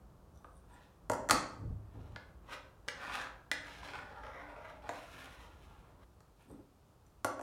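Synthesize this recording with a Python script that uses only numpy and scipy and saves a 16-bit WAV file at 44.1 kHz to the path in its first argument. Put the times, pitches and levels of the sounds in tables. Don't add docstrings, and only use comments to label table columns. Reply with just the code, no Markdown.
import sys
import numpy as np
from scipy import signal
from scipy.fft import rfft, irfft
from scipy.io import wavfile
from scipy.ndimage import uniform_filter1d

SR = 44100
rng = np.random.default_rng(int(sys.argv[2]) if len(sys.argv) > 2 else 0)


def generate_wav(signal):
    frames = np.transpose(np.atleast_2d(signal))
    scaled = np.clip(frames, -1, 1) * 32767
    pcm = np.round(scaled).astype(np.int16)
    wavfile.write(sys.argv[1], SR, pcm)


def voltage_ratio(level):
    return 10 ** (np.asarray(level, float) / 20)


N = 327222
T = np.arange(N) / SR

# (event time [s], blow level [dB],
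# relative slab thud [dB], relative sharpness of the edge [dB], contact pitch [Hz])
SQUARE_DROPS = [(0.444, -40.5, -7.5, -38, 1260), (1.097, -22, 3, -12.5, 850), (1.116, -26, -7.5, -12, 935),
                (1.133, -30, -16, -8, 960), (1.288, -29, -21, -4.5, 750), (1.296, -17, -13.5, -11.5, 1407),
                (1.308, -13.5, -7, -2.5, 1283), (6.204, -56, -4, -6.5, 1300),
                (6.501, -45.5, -3.5, -26, 502), (6.59, -41.5, -20, -44, 303), (7.064, -63, -20, -5, 7200),
                (7.245, -19.5, -3, -9.5, 1153), (7.393, -40, 3.5, -15, 1200),
                (7.411, -33.5, -3.5, -17, 600)]
# (event time [s], blow level [dB], relative slab thud [dB],
# relative sharpness of the edge [dB], contact pitch [Hz])
PENCIL_TAPS = [(1.954, -51, -1, -35, 600), (2.16, -32, -12, -14, 1707), (2.879, -34, -36.5, -3, 600),
               (2.884, -26, -19.5, -3, 2326), (3.074, -39, -14, -18, 1130), (3.096, -31, -23.5, -18, 1160),
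               (3.148, -29, -24.5, -24, 1440), (3.214, -32, -28, -10, 1500), (3.243, -39, -20.5, -13, 1640),
               (3.514, -18.5, -19, -3, 1998), (3.831, -35, -28.5, -25.5, 1080),
               (3.953, -34, -29, -18, 1460), (4.891, -23.5, -8, -13, 810)]
# (peak time [s], rise [s], fall [s], rail level [dB], lead hiss over rail [dB])
SHORT_STROKES = [(0.745, 0.089, .1, -68.5, -8.5), (0.82, 0.13, .12, -74, 1.5),
                 (2.06, 0.24, 0.26, -70.5, -4), (2.536, 0.051, 0.035, -43, -7),
                 (3.04, .12, 0.16, -53.5, -8), (3.15, 0.13, 0.088, -41.5, -9),
                 (3.224, 0.08, 0.043, -46.5, -5.5), (6.41, 0.042, .08, -71.5, -0.5),
                 (6.52, 0.052, 0.088, -75, -15.5)]
# (time [s], rail level [dB], lead hiss over rail [dB])
LONG_LINES = [
    [(3.6, -59, -7), (3.73, -57, -2.5), (3.82, -61.5, -2), (3.835, -56, -5.5), (3.945, -49, -15.5),
     (4.08, -66, -7.5), (4.22, -59, -15), (4.24, -54.5, -18.5), (4.47, -59, -19), (4.54, -60.5, -20),
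     (4.69, -59.5, -10), (4.81, -82, -5)],
    [(4.82, -69, -5), (4.87, -58.5, -16), (4.885, -62, -3), (4.95, -57.5, -3), (5.06, -64.5, 0),
     (5.23, -56, -4.5), (5.44, -67.5, -1.5), (5.6, -76, -1.5), (5.63, -70.5, 1.5), (5.98, -78, -11),
     (6.04, -62, -9.5)],
]
# (peak time [s], rise [s], fall [s], level [dB])
BLADE_CHATTER = [(0.36, .025, 0.16, -72.5), (0.575, 0.028, .01, -71), (0.736, 0.046, 0.033, -63),
                 (6.42, .04, .05, -82), (6.51, .04, .05, -70), (6.891, .06, .06, -79)]
# (peak time [s], rise [s], fall [s], deep boom [dB], board creak [dB])
LOW_THUMPS = [(1.12, 0.024, .2, -62, -45), (1.33, .04, .2, -57, -38.5), (1.65, .1, 0.073, -43, -50),
              (1.71, 0.091, 0.15, -36, -59), (1.979, 0.073, 0.22, -47, -55), (2.15, .1, 0.045, -55, -67.5),
              (6.52, 0.059, 0.078, -63, -50.5), (6.606, 0.064, 0.051, -65, -55)]
# (frequency [Hz], relative level [dB], decay by 60 dB [s])
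SLAB_MODES = [(109, -11.5, .15), (275, -6, 0.09), (381, -8.5, 0.057), (483, -4, .06), (533, -1.5, 0.068),
              (607, 2.5, 0.045), (708, 8.5, 0.016), (839, 9.5, 0.016), (954, 2.5, 0.044), (1080, -0.5, .04),
              (1364, 2, 0.025), (1680, -5.5, 0.036)]
# (frequency [Hz], relative level [dB])
BLADE_MODES = [(1850, 3), (2130, -1), (2630, -1), (3150, -3.5), (3600, -10), (4000, -7), (4570, 1),
               (5200, -11.5), (5900, 4.5), (6400, 3.5), (7320, 8.5), (7780, -9.5), (8400, -11),
               (8830, -9.5), (9350, -9.5), (9800, -18), (11000, -26), (11630, -31.5)]
# (frequency [Hz], relative level [dB])
RAIL_MODES = [(1170, -9), (1400, -1), (1490, 5.5), (1600, 5), (1800, 3.5), (1930, 1), (2300, -5),
              (2780, -10), (3200, -9), (3650, -10.5), (4200, -10.5), (5450, -16), (6900, -21.5),
              (9600, -21)]
# (frequency [Hz], decay by 60 dB [s])
BENCH_HOLLOW = (290, .3)
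# (frequency [Hz], relative level [dB], decay by 60 dB [s])
FLOOR_MODES = [(35, -0.5, 0.076), (108, 3.5, 0.071)], [(196, 3.2, 0.022), (283, 0.5, 0.058),
               (402.6, 1, 0.017)]
# (frequency [Hz], relative level per Hz [dB])
LEAD_SPECTRUM = [(1470, -28), (2500, -5.5), (4080, -9.5), (4440, -19.5), (5440, -15), (8020, -24),
                 (9890, -24), (16000, -36)]
# (centre frequency [Hz], decay by 60 dB [s], starting level [dB])
ROOM_BANDS = [(90, 0.74, -10.5), (253, 0.59, -1), (600, 0.67, -1), (1390, 0.52, -2), (3010, 0.47, -3.5),
              (6000, 0.43, -3), (11900, 0.17, 0.5)]
# (frequency [Hz], relative level per Hz [dB])
AIR_SPECTRUM = [(15, -48.5), (25, -12), (37, -8), (60, -3), (114, -7.5), (138, -11.5), (171, -10.5),
                (251, -19), (303, -17), (1210, -25), (1970, -40), (14300, -47.5), (16300, -50)]

BLADE_CYCLES, RAIL_CYCLES = 20, 13
BLADE_RING_DB, RAIL_RING_DB = 6, 15.5
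DELAY_S = 0.001
SWELL_DB = 20
BRIGHT_S, BRIGHT_DB = 4.86, -2.5
TOUCH_DB, DRONE_DB, DRONE_SLOPE, DRONE_TRADE = -60, -62, 0.34, 0.4
AIR_DB, HUM_HZ, HUM_DB = -60.5, 52.7, -64.5
CUT_S, TAIL_GAP_S, AFTER_CUT_DB = 6.044, 0.15, -5


def blows(events, metal, cycles, ring_db, crack_hz, crack_s, contact_t60, hollow_db, slap_db):
    out, length = np.zeros(N + SR), SR // 2
    t = T[:length]
    crack_band = signal.butter(2, crack_hz, "band", fs=SR)
    hollow_hz, hollow_t60 = BENCH_HOLLOW
    for s, db, slab_db, edge_db, hz in events:
        kick_noise, crack_noise = rng.standard_normal((2, length))
        vary_slab, vary_metal = 1.5 * rng.standard_normal((2, 20))
        slab_modes = [(f, d + v, t60) for (f, d, t60), v in zip(SLAB_MODES, vary_slab)]
        metal_modes = [(f, d + v, cycles / f) for (f, d), v in zip(metal, vary_metal)]

        push = np.sin(np.pi * np.clip(t * 2 * hz, 0, 1)) ** 2 * np.pi * hz / SR
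        thud = ring(push, slab_modes) / 2
        notes = ring(push, [(hz, -3, contact_t60), (hz * 0.84, -7, contact_t60),
                            (hz * 1.21, -8, contact_t60), (hollow_hz, hollow_db, hollow_t60)])
        slap = np.gradient(push) * (SR / hz / np.pi) ** 2 / 2

        kick = kick_noise * np.exp(-t / 0.0004)
        kick = kick / np.sqrt(np.sum(kick ** 2))
        metal_ring = ring(kick, metal_modes) / 3
        crack = signal.lfilter(*crack_band, crack_noise * np.exp(-t / crack_s))
        edge = voltage_ratio(ring_db) * metal_ring + crack

        blow = voltage_ratio(slab_db) * thud + voltage_ratio(edge_db) * edge + notes + voltage_ratio(slap_db) * slap
        i = int((s + DELAY_S) * SR)
        out[i:i + length] += voltage_ratio(db) * blow
    return out[:N]


def square_drops():
    return blows(SQUARE_DROPS, BLADE_MODES, BLADE_CYCLES, BLADE_RING_DB, crack_hz=[5200, 10500],
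                 crack_s=0.0034, contact_t60=0.032, hollow_db=-35.5, slap_db=-11.5)


def pencil_taps():
    return blows(PENCIL_TAPS, RAIL_MODES, RAIL_CYCLES, RAIL_RING_DB, crack_hz=[2400, 7500],
                 crack_s=0.0019, contact_t60=0.028, hollow_db=-34, slap_db=-4.5)


def pencil_strokes():
    rail_db, hiss_db = track(LONG_LINES, [-120, 0])
    rail_gain, hiss_gain = fade(rail_db), fade(rail_db + hiss_db)
    for peak, rise, fall, db, lead_db in SHORT_STROKES:
        shape = voltage_ratio(db) * swell(peak, rise, fall)
        rail_gain = rail_gain + shape
        hiss_gain = hiss_gain + voltage_ratio(lead_db) * shape

    touch = rail_gain / voltage_ratio(TOUCH_DB)
    contact = touch / (touch + voltage_ratio(-18))
    slab_gain = voltage_ratio(DRONE_DB) * touch ** DRONE_SLOPE * contact
    slab_gain = slab_gain * (rail_gain / hiss_gain) ** DRONE_TRADE

    judder = voltage_ratio(1.8 * walk(45))
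    slips = grit(2000, 2.0) * judder
    rail_modes = [(f, d, RAIL_CYCLES / f) for f, d in RAIL_MODES]
    rail = unit(ring(slips, rail_modes, drift_db=2.0))
    hollow_hz, hollow_t60 = BENCH_HOLLOW
    slab_modes = SLAB_MODES[1:] + [(hollow_hz, -12, hollow_t60)]
    slab = unit(ring(slips, slab_modes, drift_db=2.5))

    hiss = unit(colour(grit(9000, 2.5) * judder, LEAD_SPECTRUM))
    treble = signal.lfilter(*signal.butter(2, 7500, "high", fs=SR), hiss)
    hiss = hiss + voltage_ratio(BRIGHT_DB) * (T > BRIGHT_S) * treble
    return rail_gain * rail + slab_gain * slab + hiss_gain * hiss


def blade_chatter():
    # (frequency [Hz], relative level [dB], decay by 60 dB [s])
    favoured = [(3600, -3, 0.012), (5950, 0, 0.015), (7300, -4, 0.012),
                (8300, -4, 0.012), (9350, 0, 0.015), (11630, -6, 0.012)]
    gain = sum(voltage_ratio(db) * swell(*shape) for *shape, db in BLADE_CHATTER)
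    return gain * unit(ring(grit(1200, 2.2), favoured, drift_db=6.0))


def room(x, wet_db, first_s):
    t = T[:SR]
    log_hz = np.log(np.arange(SR // 2 + 1) + 1.)
    centres = np.log(np.array(ROOM_BANDS)[:, 0])
    noise, tail = rfft(rng.standard_normal(SR)), 0
    for k, (hz, t60, db) in enumerate(ROOM_BANDS):
        weight = np.interp(log_hz, centres, np.arange(len(ROOM_BANDS)) == k)
        band = irfft(noise * weight, SR)
        tail = tail + voltage_ratio(db - 60 * t / t60) * band
    tail = tail * np.clip(t / first_s - 1, 0, 1)
    return x + voltage_ratio(wet_db) * signal.fftconvolve(x, tail)[:N]


def cut_tail(wet):
    return wet * ~((T > CUT_S) & (T < CUT_S + TAIL_GAP_S))


def low_thumps():
    joists, boards = (unit(ring(rng.standard_normal(N), modes)) for modes in FLOOR_MODES)
    return sum(swell(*shape) * (voltage_ratio(boom_db) * joists + voltage_ratio(creak_db) * boards)
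               for *shape, boom_db, creak_db in LOW_THUMPS)


def air():
    noise = unit(colour(rng.standard_normal(N), AIR_SPECTRUM)) * voltage_ratio(AIR_DB)
    traffic = signal.lfilter(*signal.butter(2, 2500, fs=SR), noise)
    hiss = noise - traffic
    hum = unit(ring(rng.standard_normal(N), [(HUM_HZ, 0, 0.25)]))
    hum = voltage_ratio(HUM_DB + 1.3 * walk(11)) * hum
    distant = traffic * voltage_ratio(1.0 * walk(5.9)) + hum
    return hiss + distant * voltage_ratio(AFTER_CUT_DB * (T > CUT_S))


def ring(x, modes, drift_db=0):
    out = 0
    for k, (hz, db, t60) in enumerate(modes):
        r = np.exp(-np.log(1000) / (t60 * SR))
        w = 2 * np.pi * hz / SR
        push = x * voltage_ratio(drift_db * walk(9)) if drift_db else x
        mode = signal.lfilter([0, np.sin(w)], [1, -2 * r * np.cos(w), r * r], push)
        out = out + (-1) ** k * voltage_ratio(db) * mode
    return out


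def grit(density, spread_db):
    slips = rng.random(N) < density / SR
    return unit(slips * rng.standard_normal(N) * voltage_ratio(spread_db * rng.exponential(size=N)))


def walk(rate):
    k = int(SR / rate)
    steps = np.repeat(rng.standard_normal(N // k + 1), k)
    smooth = uniform_filter1d(uniform_filter1d(steps, k), k)
    return unit(smooth[:N])


def swell(peak, rise, fall):
    distance = np.where(T < peak, (peak - T) / rise, (T - peak) / fall)
    return voltage_ratio(-SWELL_DB * np.minimum(distance, 10))


def fade(db):
    return uniform_filter1d(voltage_ratio(db), size=350)


def track(tables, rest):
    out = np.tile(np.array(rest, float)[:, None], N)
    for table in tables:
        s, *columns = np.transpose(table)
        inside = (T >= s[0]) & (T <= s[-1])
        out[:, inside] = [np.interp(T[inside], s, c) for c in columns]
    return out


def colour(x, points):
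    hz, db = np.transpose(points)
    f = np.arange(len(x) // 2 + 1) * SR / len(x) + 1
    return irfft(rfft(x) * voltage_ratio(np.interp(np.log(f), np.log(hz), db)), len(x))


def unit(x):
    return x / np.sqrt(np.mean(x ** 2))


def scene():
    tools = square_drops() + pencil_taps() + pencil_strokes() + blade_chatter()
    wet = room(tools, wet_db=-31.0, first_s=0.002)
    return (cut_tail(wet) + low_thumps() + air())[None]


def low_pass(x):
    return signal.sosfilt(signal.butter(12, 16480, fs=SR, output="sos"), x)


def record(dry):
    bass_cut = signal.butter(3, 34, "high", fs=SR, output="sos")
    mix = signal.sosfilt(bass_cut, dry)
    return low_pass(mix)


dry = scene()
out = record(dry)
generate_wav(out)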